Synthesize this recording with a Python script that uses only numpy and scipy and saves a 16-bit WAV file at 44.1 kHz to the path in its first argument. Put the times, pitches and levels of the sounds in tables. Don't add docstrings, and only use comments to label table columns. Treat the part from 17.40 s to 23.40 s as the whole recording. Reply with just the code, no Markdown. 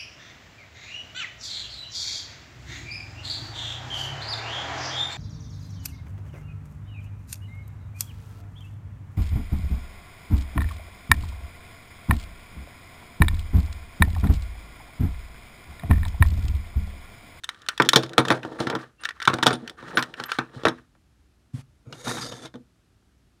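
import sys
import numpy as np
from scipy import signal
from scipy.fft import rfft
from scipy.io import wavfile
from scipy.ndimage import uniform_filter1d, map_coordinates

SR = 44100
rng = np.random.default_rng(int(sys.argv[2]) if len(sys.argv) > 2 else 0)


def dump(signal):
    limited = np.clip(np.atleast_2d(signal).T, -1, 1)
    pcm = np.round(limited * 32767).astype(np.int16)
    wavfile.write(sys.argv[1], SR, pcm)


N = 264600
TIME_S = np.arange(N) / SR
AGE_S = np.arange(SR // 3) / SR

# t/s, force/dB, sharpness/dB
CLICKS = [(0.036, -36, 1), (0.042, -39, 15), (0.09, -25, 1.5), (0.145, -45.5, -3.5), (0.218, -52, 8),
          (0.263, -40, -2.5), (0.2863, -21.5, 5), (0.377, -33, 5.5), (0.4206, -19.5, 2), (0.449, -36, 2),
          (0.4889, -14, 10), (0.626, -38, 3), (0.662, -43, 0.5), (0.693, -46, 9), (0.733, -37.5, 3),
          (0.883, -24, 2), (1.031, -33.5, -8.5), (1.6353, -31.5, -3), (1.648, -37.5, 6),
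          (1.653, -19.5, -3.5), (1.689, -23.5, -6), (1.707, -29.5, -15), (1.801, -29, -8.5),
          (1.818, -27, -5), (1.825, -30.5, 2.5), (1.852, -26.5, 0.5), (1.9392, -36.5, 15.5),
          (2.033, -17, 1), (2.153, -45, 8), (2.276, -34, 0), (2.296, -35.5, 3.5), (2.625, -25, 3.5),
          (2.636, -33, -3), (2.739, -32, -9.5), (2.837, -30.5, 2.5), (2.894, -34, -21), (2.917, -19, -5.5)]
# t/s, length/s, metal level/dB, wood level/dB
RUBS = [(0.06, 0.25, -53, -62), (0.29, 0.083, -53.5, -64.5), (0.417, 0.43, -51, -41),
        (0.861, 0.099, -35.5, -29), (1.022, 0.14, -45.5, -36.5), (1.183, 0.052, -33.5, -30),
        (1.295, 0.043, -53, -26.5), (1.38, 0.035, -40.5, -43.5), (1.592, 0.089, -47, -58.5),
        (1.737, 0.068, -56.5, -62), (1.81, 0.15, -42.5, -60), (1.883, .12, -47, -47),
        (2.118, 0.19, -52.5, -45.5), (2.368, 0.14, -46, -48.5), (2.466, 0.038, -43.5, -42.5),
        (2.532, 0.098, -42, -34.5), (2.64, 0.17, -54, -49.5), (2.764, 0.1, -43.5, -49.5),
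        (2.881, 0.061, -33, -69.5), (3.023, 0.11, -56.5, -54), (3.13, 0.098, -45.5, -45.5),
        (3.33, 0.063, -53.5, -55.5)]
# t/s, f/Hz, length/s, level/dB
SQUEAKS = [(0.287, 1800, .06, -46), (0.782, 9050, .03, -36), (0.919, 9700, .012, -39),
           (1.185, 9050, .04, -50), (1.58, 2750, .05, -55), (1.608, 9050, .02, -50),
           (2.13, 9040, .016, -36), (2.552, 9750, .016, -40), (2.57, 9150, .05, -49),
           (2.555, 12800, .07, -50), (2.855, 12800, .018, -41), (4.526, 2850, .012, -39),
           (5.055, 2150, .03, -52)]
# t/s, force/dB, weight on wood/dB, sharpness/dB, change per bounce/dB
KNOCKS = [(0.399, -8, -4.5, -15.5, -46), (0.458, -34, 6.5, 1, -8.5), (0.5324, -13, -9, 5, -33),
          (0.559, -10, -2, 10.5, -12), (0.633, -30.5, 0.5, 4.5, -9.5), (0.7797, -7.5, -3.5, 0.5, -9.5),
          (0.802, -25, 1.5, -3.5, -14.5), (0.851, -24.5, -5.5, -1.5, -22), (0.903, -11.5, -3, -3.5, -4),
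          (1.049, -33.5, 8, -5.5, -19), (1.2019, -29.5, 10, 5, -9.5), (1.2694, -23, 2.5, -4, -25),
          (1.299, -25, -1.5, 0, -29), (1.327, -27, -5, -27, -7), (1.351, -22.5, -5, -3.5, -12),
          (1.875, -6, -12, -5.5, -18.5), (1.899, -24.5, 1.5, -5, -19), (1.934, -22.5, 3.5, -8, -10),
          (1.985, -28.5, 1.5, -3.5, -26), (2.0268, -16, -5, 3, -27), (2.0604, -25.5, 11, 5, -16.5),
          (2.066, -11, -3.5, 8, -8), (2.106, -21, 0, -5.5, -6.5), (2.129, -32.5, 6.5, 9.5, -5.5),
          (2.426, -41, 4, -8, -5), (2.5713, -12, -11, -4, -4), (2.799, -24.5, -7, -6.5, -41),
          (2.986, -17, -3, -4.5, -36), (3.234, -39.5, 10.5, 5, -14.5), (3.252, -13, 1, -3.5, -9.5),
          (3.268, -15, -2.5, -17, -5.5), (3.283, -22.5, -2.5, 4.5, -15.5), (3.55, -60, 2, -6.5, -15),
          (4.525, -38.5, 1.5, 4, -28), (4.669, -28, 0.5, -20, -8.5), (4.712, -27, -4, -14, -20),
          (4.771, -30, -4, -8, -3.5), (4.922, -41.5, 8, 8, -9), (5.056, -46, 0, 12.5, -5.5),
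          (5.14, -44.5, 3, -1.5, -14), (5.155, -50.5, 10.5, 4.5, -24)]
# t/s, f/Hz, level/dB
BUMPS = [(2.22, 232, -32.5), (3.158, 125.5, -31), (4.135, 124.5, -22.5), (4.178, 125.6, -31.5),
         (4.466, 121, -34.5), (5.144, 245, -31.5), (5.196, 240, -45)]
# t/s, drag level/dB, scrape level/dB
SLIDE = [(4.45, -71, -83), (4.472, -51.5, -76.5), (4.516, -47.5, -64), (4.526, -47, -58),
         (4.542, -43, -53.5), (4.64, -53.5, -46.5), (4.668, -31, -32.5), (4.842, -39, -35),
         (4.972, -46.5, -50.5), (5.058, -37, -43.5), (5.11, -73, -95)]

# f/Hz, level/dB, t60/s
TABLE_MODES = [(128, -5, .18), (168, -11, .12), (247, -5, .22), (318, -3, .19), (338, -2, .17),
               (450, -6, .13), (520, -7, .14), (631, -11, .14), (730, -6, .13), (860, -5, .11),
               (910, -8, .1)]
CASE_MODES = [(1170, -13, 0.096), (1210, -11, 0.052), (1373, 3, 0.053), (1520, 4, .045), (1680, 1.5, 0.015),
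              (1805, -6, 0.083), (1849, -4, 0.037), (2280, -6, 0.049), (2650, -17, 0.013)]
SHACKLE_MODES = [(3066, -8, 0.053), (3060, -11.5, .025), (3361, -8.5, .025), (3480, -3.5, 0.013),
                 (3800, -3, 0.018), (3926, -2.5, 0.016), (4076, -1, 0.014), (4190, -2.5, 0.018),
                 (5050, -12, 0.038)]
SMALL_PART_MODES = [(5450, 1, 0.061), (5830, 1, .03), (6730, 0.5, 0.027), (7150, -0.5, .03),
                    (8080, -2, .035), (8860, -1, .035), (9370, -10, .03), (11100, -4.5, 0.0067),
                    (12800, -10.5, .04)]
# f/Hz, level/dB
TABLE_THUD = [(30, -61), (60, -31.5), (110, -7.5), (300, -1), (480, 0), (650, -6), (900, -7), (1200, -16),
              (2500, -55.5)]
CASE_CRACK = [(80, -65.5), (250, -37.5), (700, -9), (1050, 3), (1400, 6), (1820, -2), (2020, -12),
              (2600, -9.5), (4000, -55.5)]
HELD_CASE_CRACK = [(100, -54), (400, -16), (800, -16), (1200, -7), (1850, 4), (2050, -12.5), (2650, -8.5),
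                   (3100, -12), (4200, -47)]
SHACKLE_CRACK = [(200, -73), (1200, -34.5), (2600, -12.5), (3050, -8.5), (3550, 3.5), (4200, -9),
                 (4550, -9.5), (6000, -13.5), (10000, -46)]
SMALL_PART_TICK = [(300, -70), (2500, -29), (4500, -6), (5600, 1.5), (7500, 0.5), (9300, -0.5),
                   (10700, -6.5), (11600, -8.5), (16000, -18)]
# f/Hz, level/dB
METAL_GRIND = [(120, -55.5), (400, -22), (750, -8), (1300, 3), (1800, -0.5), (2300, -10), (3300, -13.5),
               (5000, -38)]
METAL_GRIT = [(1500, -27), (2600, -4), (3600, 0.5), (5000, -3.5), (7000, -9.5), (9500, -11.5),
              (12000, -27.5), (16000, -27)]
WOOD_DRAG = [(41, -55.5), (70, -57), (117, 13), (202, -4), (242, 4), (332, 7.5), (370, -4), (464, 2),
             (548, -1.5), (697, -0.5), (764, -11), (1400, -5), (1920, -30), (2270, -10.5), (2600, -17),
             (3380, -36), (5720, -120)]
STEEL_SCRAPE = [(1290, 1.5), (2200, 0.5), (2550, -10.5), (3360, -2), (3680, 0.5), (4200, -1), (4880, -6.5),
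                (5350, -2.5), (6860, -6), (7520, -4.5), (9020, -10.5), (11500, -10.5), (13300, -26),
                (15000, -25), (16000, -41)]
SKIN_BRUSH = [(30, -29.5), (100, 11), (400, 7.5), (2000, 2), (7000, -5.5), (10000, -6), (16000, -27.5)]
# f/Hz, width/Hz, lift/dB
SCRAPE_PEAKS = [(243, 29, 9.5), (487, 70, 8), (1350, 97, 7), (1767, 63, 8.5), (3655, 91, 14.5),
                (4740, 180, 7.5), (6050, 110, 10), (6610, 40, 22.5), (8980, 170, 15)]
# f/Hz, t60/s, level/dB
ROOM_BANDS = [(145, 0.35, -19), (400, 0.073, -13.5), (1400, 0.1, -19), (3797, 0.33, -31.5),
              (10000, 0.18, -25)]
# f/Hz, level/dB
HISS_SPECTRUM = [(15, -29.5), (25, -15), (55, 0.5), (161, -13), (229, -14.5), (263, -15.5), (335, -17.5),
                 (516, -29), (607, -26), (988, -30.5), (1290, -28), (2160, -33), (4030, -35),
                 (11300, -42.5), (16000, -56.5)]

SHACKLE_PER_SHARP, TICK_PER_SHARP = .9, 1.1


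def undb(db):
    return 10 ** (np.asarray(db) / 20)


def unit(x):
    return x / np.sqrt(np.mean(x ** 2))


def fade(t60_s):
    return np.exp(-np.log(1000) * AGE_S / t60_s)


def onset(rise_s):
    return 1 - np.exp(-(AGE_S / rise_s) ** 2)


def wander(n, span_samples):
    return unit(uniform_filter1d(rng.standard_normal(n), span_samples))


def add(out, t_s, x):
    i = max(int(t_s * SR), 0)
    out[i:i + len(x)] += x[:len(out) - i]


def colour(x, spectrum, peaks=()):
    f_hz = np.maximum(np.fft.rfftfreq(len(x), 1 / SR), 1)
    hz, db = np.transpose(spectrum)
    shape_db = np.interp(np.log(f_hz), np.log(hz), db)
    for centre_hz, width_hz, lift_db in peaks:
        shape_db += lift_db / (1 + (2 * (f_hz - centre_hz) / width_hz) ** 2)
    return unit(np.fft.irfft(rfft(x) * undb(shape_db), len(x)))


def strike(times_s, levels_db, modes, spectrum, crack_db, crack_t60_s, tail_db, tail_t60_s, rise_s,
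           rms_samples=128):
    bank = np.array([undb(db) * fade(t60_s) * np.exp(2j * np.pi * hz * AGE_S)
                     for hz, db, t60_s in modes])
    bank /= np.linalg.norm(bank[:, 0])
    octaves = np.log2([hz for hz, _, _ in modes])
    noise_envelope = undb(crack_db) * fade(crack_t60_s) + undb(tail_db) * fade(tail_t60_s)
    out = np.zeros(N)
    for t_s, db in zip(times_s, levels_db):
        tilt_db = .09 * (db - max(levels_db)) * (octaves - octaves.mean())
        contact_point_db = 2.4 * rng.standard_normal(len(modes))
        mix = undb(tilt_db + contact_point_db) * np.exp(2j * np.pi * rng.random(len(modes)))
        crack = colour(rng.standard_normal(len(AGE_S)), spectrum) * noise_envelope
        blow = ((mix @ bank).imag + crack) * onset(rise_s)
        echo_s = .0009 * (.3 + rng.random())
        blow += .35 * np.interp(AGE_S - echo_s, AGE_S, blow, 0)
        peak_rms = np.sqrt(uniform_filter1d(blow ** 2, rms_samples).max())
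        add(out, t_s, blow * undb(db) / peak_rms)
    return out


def friction(slips_per_s, spread_db, flutter_db):
    slips = (rng.random(N) < slips_per_s / SR) * rng.standard_normal(N)
    size_db = spread_db * np.minimum(rng.exponential(size=N), np.pi)
    return slips * undb(size_db + flutter_db * wander(N, 700))


def stroke(start_s, length_s, attack_s, release_t60_s):
    rise = np.clip((TIME_S - start_s) / attack_s, 0, 1)
    release = np.clip((TIME_S - start_s - length_s) / release_t60_s, 0, 2)
    return rise * undb(-60 * release)


def clicks():
    t_s, db, sharp_db = np.transpose(CLICKS)
    case = strike(t_s, db, CASE_MODES[2:], HELD_CASE_CRACK,
                  crack_db=6, crack_t60_s=.016, tail_db=-13, tail_t60_s=.095, rise_s=.0007)
    shackle = strike(t_s, db + SHACKLE_PER_SHARP * sharp_db, SHACKLE_MODES, SHACKLE_CRACK,
                     crack_db=4, crack_t60_s=.019, tail_db=-18, tail_t60_s=.06, rise_s=.0006)
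    tick = strike(t_s, db + TICK_PER_SHARP * sharp_db, SMALL_PART_MODES, SMALL_PART_TICK,
                  crack_db=8, crack_t60_s=.016, tail_db=-12.5, tail_t60_s=.043, rise_s=.0007)
    return undb(-.44) * case + undb(-2.4) * shackle + undb(-13) * tick


def rubs():
    wood_gain, metal_gain = 0, 0
    for t_s, length_s, metal_db, wood_db in RUBS:
        pressure = stroke(t_s, length_s, attack_s=.016, release_t60_s=.22)
        wood_gain += undb(wood_db) * pressure
        metal_gain += undb(metal_db) * pressure
    wood_slips = friction(slips_per_s=5000, spread_db=1.5, flutter_db=2.2)
    fine_slips = friction(slips_per_s=9000, spread_db=1, flutter_db=1.8)
    coarse_slips = friction(slips_per_s=2300, spread_db=0, flutter_db=4)
    rub = colour(wood_slips, TABLE_THUD, [(hz, 25, 6) for hz, _, _ in TABLE_MODES])
    grind = colour(coarse_slips, METAL_GRIND, [(hz, 70, 5) for hz, _, _ in CASE_MODES])
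    grit = colour(fine_slips, METAL_GRIT, [(hz, 120, 4) for hz, _, _ in SHACKLE_MODES + SMALL_PART_MODES])
    return wood_gain * undb(-4) * rub + metal_gain * (undb(-3.5) * grind + undb(-14) * grit)


def squeaks(waver_hz=70, ring_t60_s=.2, ring_db=-18):
    out = np.zeros(N)
    for t_s, hz, length_s, db in SQUEAKS:
        pitch_hz = hz + waver_hz * wander(len(AGE_S), 40)
        tone = np.sin(2 * np.pi * np.cumsum(pitch_hz) / SR)
        progress = np.minimum(AGE_S / length_s, 1)
        envelope = np.sin(np.pi * progress) + undb(ring_db) * progress * fade(ring_t60_s)
        add(out, t_s, undb(db) * tone * envelope)
    return out


def bounces(contacts=3, gap_s=.009, scatter=.05, dull_db=-1.5):
    for t_s, db, weight_db, sharp_db, change_db in KNOCKS:
        for k in range(contacts):
            delay_s = k * gap_s * (1 + scatter * rng.standard_normal())
            yield t_s + delay_s, db + k * change_db, weight_db, sharp_db + k * dull_db


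def knocks(radiation_cutoff_hz=90.5):
    t_s, db, weight_db, sharp_db = np.transpose(list(bounces()))
    table = strike(t_s, db + weight_db, TABLE_MODES, TABLE_THUD, rms_samples=256,
                   crack_db=6, crack_t60_s=.032, tail_db=-12, tail_t60_s=.18, rise_s=.0012)
    case = strike(t_s, db, CASE_MODES, CASE_CRACK,
                  crack_db=5, crack_t60_s=.02, tail_db=-10.5, tail_t60_s=.15, rise_s=.0008)
    shackle = strike(t_s, db + SHACKLE_PER_SHARP * sharp_db, SHACKLE_MODES, SHACKLE_CRACK,
                     crack_db=-1, crack_t60_s=.022, tail_db=-15, tail_t60_s=.1, rise_s=.0008)
    tick = strike(t_s, db + TICK_PER_SHARP * sharp_db, SMALL_PART_MODES, SMALL_PART_TICK,
                  crack_db=3, crack_t60_s=.013, tail_db=-12, tail_t60_s=.071, rise_s=.0006)
    blows = undb(-1) * table + undb(-.04) * case + undb(-5) * shackle + undb(-17) * tick
    return signal.sosfilt(signal.butter(3, radiation_cutoff_hz, "high", fs=SR, output="sos"), blows)


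def bumps(octave_db=-10):
    out = np.zeros(N)
    for t_s, hz, db in BUMPS:
        phase = 2 * np.pi * hz * AGE_S
        ring = np.sin(phase) + undb(octave_db) * np.sin(2 * phase)
        thump = ring * fade(t60_s=.083) * onset(rise_s=.011)
        add(out, t_s, undb(db) * thump / thump.max())
    return out


def brush():
    touch = stroke(start_s=4.13, length_s=.085, attack_s=.018, release_t60_s=.03)
    return undb(-53) * touch * colour(rng.standard_normal(N), SKIN_BRUSH)


def slide(squeal_hz=4900, sink=.04):
    t_s, drag_db, scrape_db = np.transpose(SLIDE)
    sliding = (TIME_S >= t_s[0]) & (TIME_S <= t_s[-1])
    drag_gain = sliding * undb(np.interp(TIME_S, t_s, drag_db) - 1.5)
    scrape_gain = sliding * undb(np.interp(TIME_S, t_s, scrape_db) + .1)
    squeal_gain = undb(-34.5) * stroke(start_s=4.805, length_s=.015, attack_s=.0083, release_t60_s=.25)
    slips = friction(slips_per_s=5500, spread_db=1.2, flutter_db=2.3)
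    drag = colour(slips, WOOD_DRAG, SCRAPE_PEAKS)
    scrape = colour(slips, STEEL_SCRAPE, SCRAPE_PEAKS)
    squeal = colour(slips, METAL_GRIT, [(squeal_hz, 800, 28)])
    drift = np.interp(TIME_S, [t_s[0], t_s[-1]], [sink, -sink], 0, 0)
    clock = np.cumsum(1 + drift + .016 * wander(N, 1300))
    scrape, squeal = (map_coordinates(x, [clock], order=3, mode="reflect") for x in (scrape, squeal))
    return drag_gain * drag + scrape_gain * scrape + squeal_gain * squeal


def room(x, build_s=.018):
    log_f = np.log(np.maximum(np.fft.rfftfreq(len(AGE_S), 1 / SR), 1))
    log_centres = np.log([hz for hz, _, _ in ROOM_BANDS])
    response = 0
    for share, (_, t60_s, db) in zip(np.eye(len(ROOM_BANDS)), ROOM_BANDS):
        band_gain = np.sqrt(np.interp(log_f, log_centres, share))
        band = np.fft.irfft(rfft(rng.standard_normal(len(AGE_S))) * band_gain, len(AGE_S))
        envelope = fade(t60_s) * onset(build_s)
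        response += undb(db) * band * envelope / np.linalg.norm(envelope)
    return signal.fftconvolve(x, response)[:N]


def scene():
    direct = knocks() + clicks() + squeaks() + bumps() + rubs() + brush() + slide()
    hiss = undb(-61) * colour(rng.standard_normal(N), HISS_SPECTRUM)
    return (direct + room(direct) + hiss)[None]


def record(dry, low_hz=48, top_hz=15850):
    thin = signal.sosfilt(signal.butter(3, low_hz, "high", fs=SR, output="sos"), dry)
    clipped = np.clip(thin, -1, 1)
    return signal.sosfilt(signal.ellip(10, .2, 90, top_hz, fs=SR, output="sos"), clipped)


dry = scene()
out = record(dry)
dump(out)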